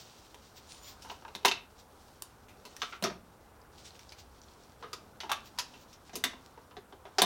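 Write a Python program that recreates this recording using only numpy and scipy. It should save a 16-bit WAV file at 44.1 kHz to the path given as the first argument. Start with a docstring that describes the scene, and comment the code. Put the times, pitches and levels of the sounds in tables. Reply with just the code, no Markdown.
"""Stripping a panel in a small workshop

Gloved hands pull parts off a panel of sheet metal and plastic on a steel table. Knocks and snaps are noise
bursts that ring the modes of the panel and chatter on; thin gloves rustle and crackle as gritty noise;
a small board squeaks along its slot in thin high modes. A short diffuse tail is the room, and shaped noise
is its ventilation and the microphone hiss."""
import sys
import numpy as np
from scipy import signal
from scipy.fft import rfft, irfft
from scipy.io import wavfile
from scipy.ndimage import uniform_filter1d

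SR = 44100
rng = np.random.default_rng(int(sys.argv[2]) if len(sys.argv) > 2 else 0)


def digitize_waveform(pressure):
    """Quantize a signal to 16-bit integers and store it at the path in sys.argv[1].

    Rows of a 2-D input are taken as channels; values are limited to [-1, 1].
    """
    field = np.atleast_2d(pressure).T
    bounded = np.clip(field, -1, 1)
    quanta = np.round(bounded * 32767).astype(np.int16)
    wavfile.write(sys.argv[1], SR, quanta)


N = 319725

# Ventilation and microphone hiss. Each row: frequency in Hz, relative density in dB per Hz.
AIR_SPECTRUM = [(15, -36), (25, -14), (76, -5), (170, -14.5), (236, -12), (317, -14.5), (503, -13),
                (659, -16.5), (775, -13.5), (1480, -19), (1790, -26.5), (5000, -40.5), (8830, -36),
                (16000, -38.5)]
# Decay of the workshop. Each row: frequency in Hz, time to fall by 60 dB in s.
ROOM_DECAY = [(150, 0.57), (400, 0.25), (1000, 0.28), (2800, 0.29), (7000, 0.22), (14000, 0.12)]
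# Modes of the small board. Each row: frequency in Hz, width in Hz, relative level in dB.
BOARD_MODES = [(7050, 70, 0), (9260, 90, -5), (12100, 80, -14)]
# Creases of the glove that snap. Each row: start in seconds, peak in dB, pitch in Hz.
CREASE_SNAPS = [(3.6162, -52, 5200), (3.7579, -53, 4040), (3.7833, -44, 4400), (3.9067, -42.5, 4160),
                (3.9533, -46, 2920), (4.0123, -53, 2770), (4.0927, -40.5, 4800), (4.1024, -46, 5170),
                (4.4164, -43.5, 5300), (4.4353, -51, 5380), (4.4843, -49, 3780), (4.5144, -56, 4170),
                (4.5361, -50, 5700), (4.6364, -52, 5850)]
# Course of the glove rustle. Each row: time in seconds, level in dB.
GLOVE_LEVELS = [(0.0, -56), (0.5, -64.5), (1.4, -66.5), (1.65, -72.5), (2.1, -67.5), (2.5, -73), (2.9, -55),
                (3.0, -73), (3.7, -73), (3.8, -60), (4.0, -64), (4.25, -71), (4.5, -65.5), (5.05, -70),
                (5.85, -63), (6.05, -73), (6.5, -66), (6.8, -77), (7.25, -67)]
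# Soft resonances of the glove film. Each row: frequency in Hz, width in Hz, relative level in dB.
GLOVE_MODES = [(2560, 4000, -1.5), (3780, 6600, -8.5), (5710, 340, -3), (8200, 7500, 5)]
# Short rubs of a glove finger. Each row: middle in seconds, level at the middle in dB,
# half length in seconds, part above 8 kHz against the dull rustle in dB.
FINGER_RUBS = [(0.016, -68, 0.036, 1), (0.578, -54.5, 0.017, -1.5), (0.735, -60, 0.053, -12),
               (0.881, -48.5, 0.04, -1.5), (1.044, -68, 0.028, -13), (1.122, -56, 0.023, -3),
               (1.796, -58.5, 0.015, -6), (1.99, -79, 0.043, -25), (2.113, -69, 0.0086, -18),
               (3.793, -72, 0.022, -20), (3.862, -54.5, 0.022, -11), (4.1, -68, 0.022, -12),
               (4.2, -53.5, 0.016, -5), (4.475, -70.5, 0.03, -16), (5.466, -57.5, 0.016, 0),
               (5.82, -65, 0.018, 1), (6.074, -58.5, 0.019, -14)]
# Modes of panel and table. 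Each row: frequency in Hz, width in Hz, relative level in dB.
PANEL_MODES = [(130, 31, -28), (233, 190, 4), (255, 15, -16), (418, 51, 7), (474, 150, 2), (736, 100, 2),
               (970, 105, 2.5), (1310, 540, -1.5), (1674, 154, -3.5), (2160, 170, -2.5), (2770, 31, 6),
               (3095, 77, 2), (3420, 100, -31), (4110, 900, -3), (4630, 120, -4), (5670, 62, 0),
               (6380, 300, 0.5), (7200, 1400, -3.5), (8660, 44, -7), (9700, 180, -6), (10330, 51, -2),
               (12700, 270, -7)]
# Knocks. Each row: time in seconds, crack peak in dB, thud, body and tick peaks against the crack in dB,
# where thud, body and crack ring most in Hz, chatter time in seconds.
KNOCK_EVENTS = [(0.3445, -41.5, -8.5, -5, -7.5, 504, 880, 3370, 0.007),
                (1.0219, -40, -23, -31, -10.5, 495, 950, 5300, 0.016),
                (1.049, -48.5, -8, 9, -6, 234, 918, 3060, 0.033),
                (1.0988, -34, -16, -2.5, -32, 410, 900, 2980, 0.0086),
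                (1.1164, -41.5, -10, 7, -6, 393, 876, 2630, 0.0059),
                (1.2235, -50, -3, 4, -18, 374, 935, 2480, 0.0045),
                (1.2506, -42, -17, 7, -29, 299, 940, 2480, 0.0055),
                (1.281, -42.5, -7, 0, -15, 436, 930, 2650, 0.0097),
                (1.3512, -25, -17.5, -9.5, -15, 360, 940, 3800, 0.01),
                (1.4313, -48, 0, -21, -13, 420, 684, 2510, 0.0076),
                (1.4491, -13, -15, 0.5, -12.5, 458, 930, 3700, 0.011),
                (1.4556, -17.5, -10.5, -12, 1.5, 384, 940, 2600, 0.0069),
                (1.4811, -17.5, -12, -23, -11.5, 386, 1590, 2880, 0.006),
                (1.514, -18, -30, -7, -24, 442, 1280, 3680, 0.0047),
                (1.519, -21.5, -26, -20, -21, 444, 890, 2800, 0.0065),
                (2.2221, -33.5, -20, -7, 8.5, 370, 1080, 4500, 0.0031),
                (2.485, -49.5, -16, -7, -7, 280, 1960, 2440, 0.032),
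                (2.6528, -40.5, -7.5, -6, -3, 420, 940, 4050, 0.014),
                (2.7656, -36, -39, -6.5, -8, 237, 1860, 5740, 0.0053),
                (2.8188, -20, -21.5, -6.5, -19, 465, 1310, 3300, 0.015),
                (2.925, -36, -17, -0.5, -30, 420, 1350, 2320, 0.021),
                (3.025, -29, -4.5, -0.5, -5, 202, 600, 4100, 0.0087),
                (3.0393, -20.5, -10, -6, -11.5, 390, 656, 5430, 0.0098),
                (3.0504, -26, -4, 1, -18, 225, 1250, 3350, 0.016),
                (3.0699, -35, 0, 0, -24, 396, 650, 2300, 0.013),
                (3.0997, -43, 1, 7.5, -18, 229, 620, 4470, 0.014),
                (3.993, -44.5, -33, -3, -8, 200, 2260, 5100, 0.004),
                (4.122, -39, -39, -1, -14, 200, 2360, 4850, 0.0075),
                (4.8264, -42, -0.5, 4.5, -33, 470, 1220, 3070, 0.024),
                (4.9311, -30, -15.5, -3.5, -10.5, 396, 1270, 4830, 0.01),
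                (5.2035, -30, -30, -13, -17, 434, 895, 3200, 0.014),
                (5.2341, -41.5, -3, 6.5, -12, 390, 856, 2890, 0.02),
                (5.2949, -32.5, -13, 5, -13, 557, 864, 2700, 0.021),
                (5.3168, -20.5, -19.5, 2, -5.5, 610, 1210, 3520, 0.0067),
                (5.3319, -23, -35, -26, -24, 598, 1140, 2570, 0.0066),
                (5.578, -42, -20, -3, -18, 580, 980, 4740, 0.012),
                (5.587, -21, -28, -6, -7.5, 574, 990, 5000, 0.012),
                (5.7384, -45.5, -17, -4, -26, 413, 844, 2810, 0.019),
                (5.9295, -45.5, -22, -22, -11, 404, 937, 5470, 0.015),
                (6.095, -44.5, -14, -2, -14, 428, 780, 2420, 0.01),
                (6.133, -42.5, 4.5, 0.5, -17, 428, 690, 5900, 0.035),
                (6.1555, -32, -6, -9.5, 5.5, 384, 1060, 2500, 0.011),
                (6.2397, -17, -21.5, 0, 0, 264, 2030, 3590, 0.0062),
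                (6.2517, -30, -8, 2, -24, 275, 2270, 5250, 0.012),
                (6.3331, -48.5, 2.5, 9, -11, 275, 930, 2760, 0.011),
                (6.576, -62, 15, 16.5, -14, 460, 900, 5060, 0.011),
                (6.7106, -51, -5, 1, -35, 552, 1030, 3090, 0.014),
                (6.768, -37, -7, -2.5, -24, 388, 750, 3650, 0.011),
                (6.9255, -47.5, 1, 4, -36, 398, 840, 3360, 0.011),
                (7.0541, -45, -3.5, 4.5, -33, 384, 780, 3300, 0.013),
                (7.1845, -15.5, -11, -2.5, -16, 385, 796, 4940, 0.013),
                (7.219, -4.5, -16.5, -9.5, -5, 447, 1056, 3520, 0.0052),
                (7.237, -20.5, -7, 0, -20, 334, 746, 3160, 0.0071)]
# Lift of the strongest ring. One row: thud, body and crack in dB.
FOCUS_LIFT = (11, 10, 6.5)

AIR_DB = -57.5
ROOM_DB, ROOM_GAP_S = -10, 0.004
SCRAPE_DB, SCRAPE_WAVER_DB = -61, 4  # squeak level; scale of each mode's waver
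SCRAPE_START_S, SCRAPE_ATTACK_S, SCRAPE_HOLD_S, SCRAPE_RELEASE_S = 0.66, 0.055, 0.18, 0.06
CREASE_DECAY_S, CREASE_WIDTH_HZ = 0.0016, 1700
BRIGHT_DB = -6.5  # steady rustle: part above 8 kHz against the dull part
SNAP_DECAY_S, SNAP_DB = 0.00069, 3.5  # bare snap of the contact
CHATTER_DB, CHATTER_RISE_S = -5.5, 0.002  # loose parts under the snap
THUD_RATIO = 0.62  # time constant of the thud against the chatter time
FOCUS_OCTAVES = 0.15  # reach of the strongest ring
MODE_SCATTER_DB, DETUNE = 2.5, 0.012  # random spread per knock: mode level; pitch as a fraction
TICK_HZ = 9500
CEILING, TOP_HZ = 0.48, 16400  # recorder: limit of the rounded peaks; upper edge


def undb(db):
    """Decibels to gain."""
    return 10 ** (np.asarray(db) / 20)


def unit(x):
    """Scale to rms 1."""
    return x / np.sqrt(np.mean(x ** 2))


def along(s, values):
    """A curve read at every sample."""
    return np.interp(np.arange(N) / SR, s, values)


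def resonate(x, modes):
    """Sum of band-pass resonances given as (Hz, width Hz, dB)."""
    out = 0
    for hz, width, db in modes:
        b, a = signal.iirpeak(hz, hz / width, fs=SR)
        out = out + undb(db) * signal.lfilter(b, a, x)
    return out


def walk(rate):
    """Random levels, rate of them per second, joined by straight slopes; spread near 1."""
    hold = int(SR / rate)
    steps = np.repeat(rng.standard_normal(N // hold + 1), hold)
    return 1.45 * uniform_filter1d(steps, hold)[:N]


def grit(spread_db):
    """Noise whose samples have a long-tailed size: dense clicks."""
    return rng.standard_normal(N) * undb(spread_db * rng.exponential(size=N))


def air():
    """Ventilation and microphone hiss: noise in octave bands, the low ones wavering a little more."""
    hz, db = np.transpose(AIR_SPECTRUM)
    octave = np.log2(np.arange(1, N // 2 + 2) * SR / N)
    colour = rfft(rng.standard_normal(N)) * undb(np.interp(octave, np.log2(hz), db))
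    out = np.zeros(N)
    for centre in np.arange(4., 16):
        band = irfft(colour * np.clip(1 - np.abs(octave - centre), 0, 1), N)
        waver_db = np.interp(centre, (9, 12), (1.2, .4))
        out += band * undb(waver_db * walk(4.03))
    return undb(AIR_DB) * unit(out)


def room(x, size=22050):
    """The workshop's diffuse tail: bands of noise that decay each at their own rate, treble soonest."""
    t = np.arange(size) / SR
    hz, t60 = np.transpose(ROOM_DECAY)
    octave = np.log2(np.arange(1, size // 2 + 2) * SR / size)
    noise = rfft(rng.standard_normal(size))
    tail = np.zeros(size)
    for one, decay in zip(np.eye(len(hz)), t60):
        band = irfft(noise * np.interp(octave, np.log2(hz), one))
        tail += band * 1000 ** (-t / decay)
    tail *= np.clip(t / ROOM_GAP_S - 1, 0, 1)  # the walls answer after a short gap
    tail /= np.sqrt(np.sum(tail ** 2))
    return signal.fftconvolve(x, undb(ROOM_DB) * tail)[:N]


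def scrape():
    """The edge of the board slips along its slot; gritty friction sings in thin high modes."""
    corners = np.cumsum([SCRAPE_START_S, SCRAPE_ATTACK_S, SCRAPE_HOLD_S, SCRAPE_RELEASE_S])
    slide = along(corners, [0, 1, 1, 0])
    slip = grit(1.6)
    squeak = np.zeros(N)
    for mode in BOARD_MODES:  # each mode comes and goes on its own
        squeak += undb(SCRAPE_WAVER_DB * walk(14.9)) * resonate(slip, [mode])
    return slide * undb(SCRAPE_DB) * unit(squeak)


def creases(size=1024):
    """A fold of the glove snaps through: a tiny burst in one soft band."""
    out, t = np.zeros(N + size), np.arange(size) / SR
    for s, db, hz in CREASE_SNAPS:
        band = [(hz, CREASE_WIDTH_HZ, 0)]
        burst = rng.standard_normal(size) * np.exp(-t / CREASE_DECAY_S)
        snap = resonate(resonate(burst, band), band)
        start = int(s * SR)
        out[start:start + size] += undb(db) * snap / np.abs(snap).max()
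    return out[:N]


def gloves():
    """Rubber film rubs: gritty noise in a few soft resonances, in uneven puffs."""
    t = np.arange(N) / SR
    rub = grit(2.8) * undb(2.0 * walk(40))
    film = resonate(rub, [(4070, 3300, 0)])
    dull = unit(resonate(film, GLOVE_MODES))
    treble = signal.butter(2, 8000, "high", fs=SR, output="sos")
    bright = unit(signal.sosfilt(treble, rub))
    out = undb(along(*np.transpose(GLOVE_LEVELS))) * (dull + undb(BRIGHT_DB) * bright)
    for middle, db, half, bright_db in FINGER_RUBS:
        puff = np.exp(-((t - middle) / half) ** 2)
        out += undb(db) * puff * (dull + undb(bright_db) * bright)
    return out


def panel_ring(t):
    """Decaying sines of panel and table, shifted a little per knock as hands hold the panel."""
    hz, width, mode_db = np.transpose(PANEL_MODES)
    gain = undb(mode_db + MODE_SCATTER_DB * rng.standard_normal(len(hz))) * width / SR * 2 * np.pi
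    held_hz = hz * (1 + DETUNE * rng.standard_normal(len(hz)))
    decay = np.exp(-np.pi * np.outer(width, t))
    ring = gain @ (decay * np.sin(2 * np.pi * np.outer(held_hz, t)))
    ring[0] += undb(SNAP_DB)
    return ring


def knocks(size=4096, lead=256):
    """Each blow is a snap with loose parts chattering behind; where it lands decides which modes ring most."""
    out, t = np.zeros(N + size), np.arange(size) / SR
    octave = np.log2(np.arange(1, size + 2) * SR / 2 / (size + 1))
    fade_in = np.clip(np.arange(size) / lead, 0, 1) ** 2
    for s, crack_db, thud_db, body_db, tick_db, *focus_hz, chatter_s in KNOCK_EVENTS:
        noise = rng.standard_normal(size)
        chatter = (1 - np.exp(-t / CHATTER_RISE_S)) * np.exp(-t / max(chatter_s, .001))
        push = noise * (np.exp(-t / SNAP_DECAY_S) + undb(CHATTER_DB) * chatter)
        # the heavy table follows late and softly
        sway = noise * t * np.exp(-t / max(THUD_RATIO * chatter_s, .001))
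        focus_db = np.zeros(size + 1)
        for hz, lift_db in zip(focus_hz, FOCUS_LIFT):
            focus_db += lift_db * np.exp(-((octave - np.log2(hz)) / FOCUS_OCTAVES) ** 2)
        colour = rfft(panel_ring(t), 2 * size) * undb(focus_db)
        blow = rfft(push, 2 * size) * colour
        thud = rfft(sway, 2 * size) * colour
        # thud, body, crack and tick share the spectrum in crossfaded bands
        centres = np.log2([75, *focus_hz, TICK_HZ, SR / 2])
        sources, levels = (thud, blow, blow, blow), (thud_db, body_db, 0, tick_db)
        start = int(s * SR) - lead  # narrow bands swell up a little ahead of the snap
        for one, source, db in zip(np.eye(6)[1:5], sources, levels):
            band = np.sin(np.pi / 2 * np.interp(octave, centres, one)) ** 2
            part = np.roll(irfft(source * band), lead)[:size] * fade_in
            out[start:start + size] += undb(crack_db + db) * part / np.abs(part).max()
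    return out[:N]


def scene():
    """Hands at the table, their echo and the air of the room."""
    hands = knocks() + gloves() + creases() + scrape()
    return (hands + room(hands) + air())[None]


def record(dry):
    """The recorder rounds the loudest peaks and cuts the top steeply."""
    rounded = CEILING * np.tanh(dry / CEILING)
    top_cut = signal.ellip(10, .2, 70, TOP_HZ, fs=SR, output="sos")
    return signal.sosfilt(top_cut, rounded)


dry = scene()
out = record(dry)
digitize_waveform(out)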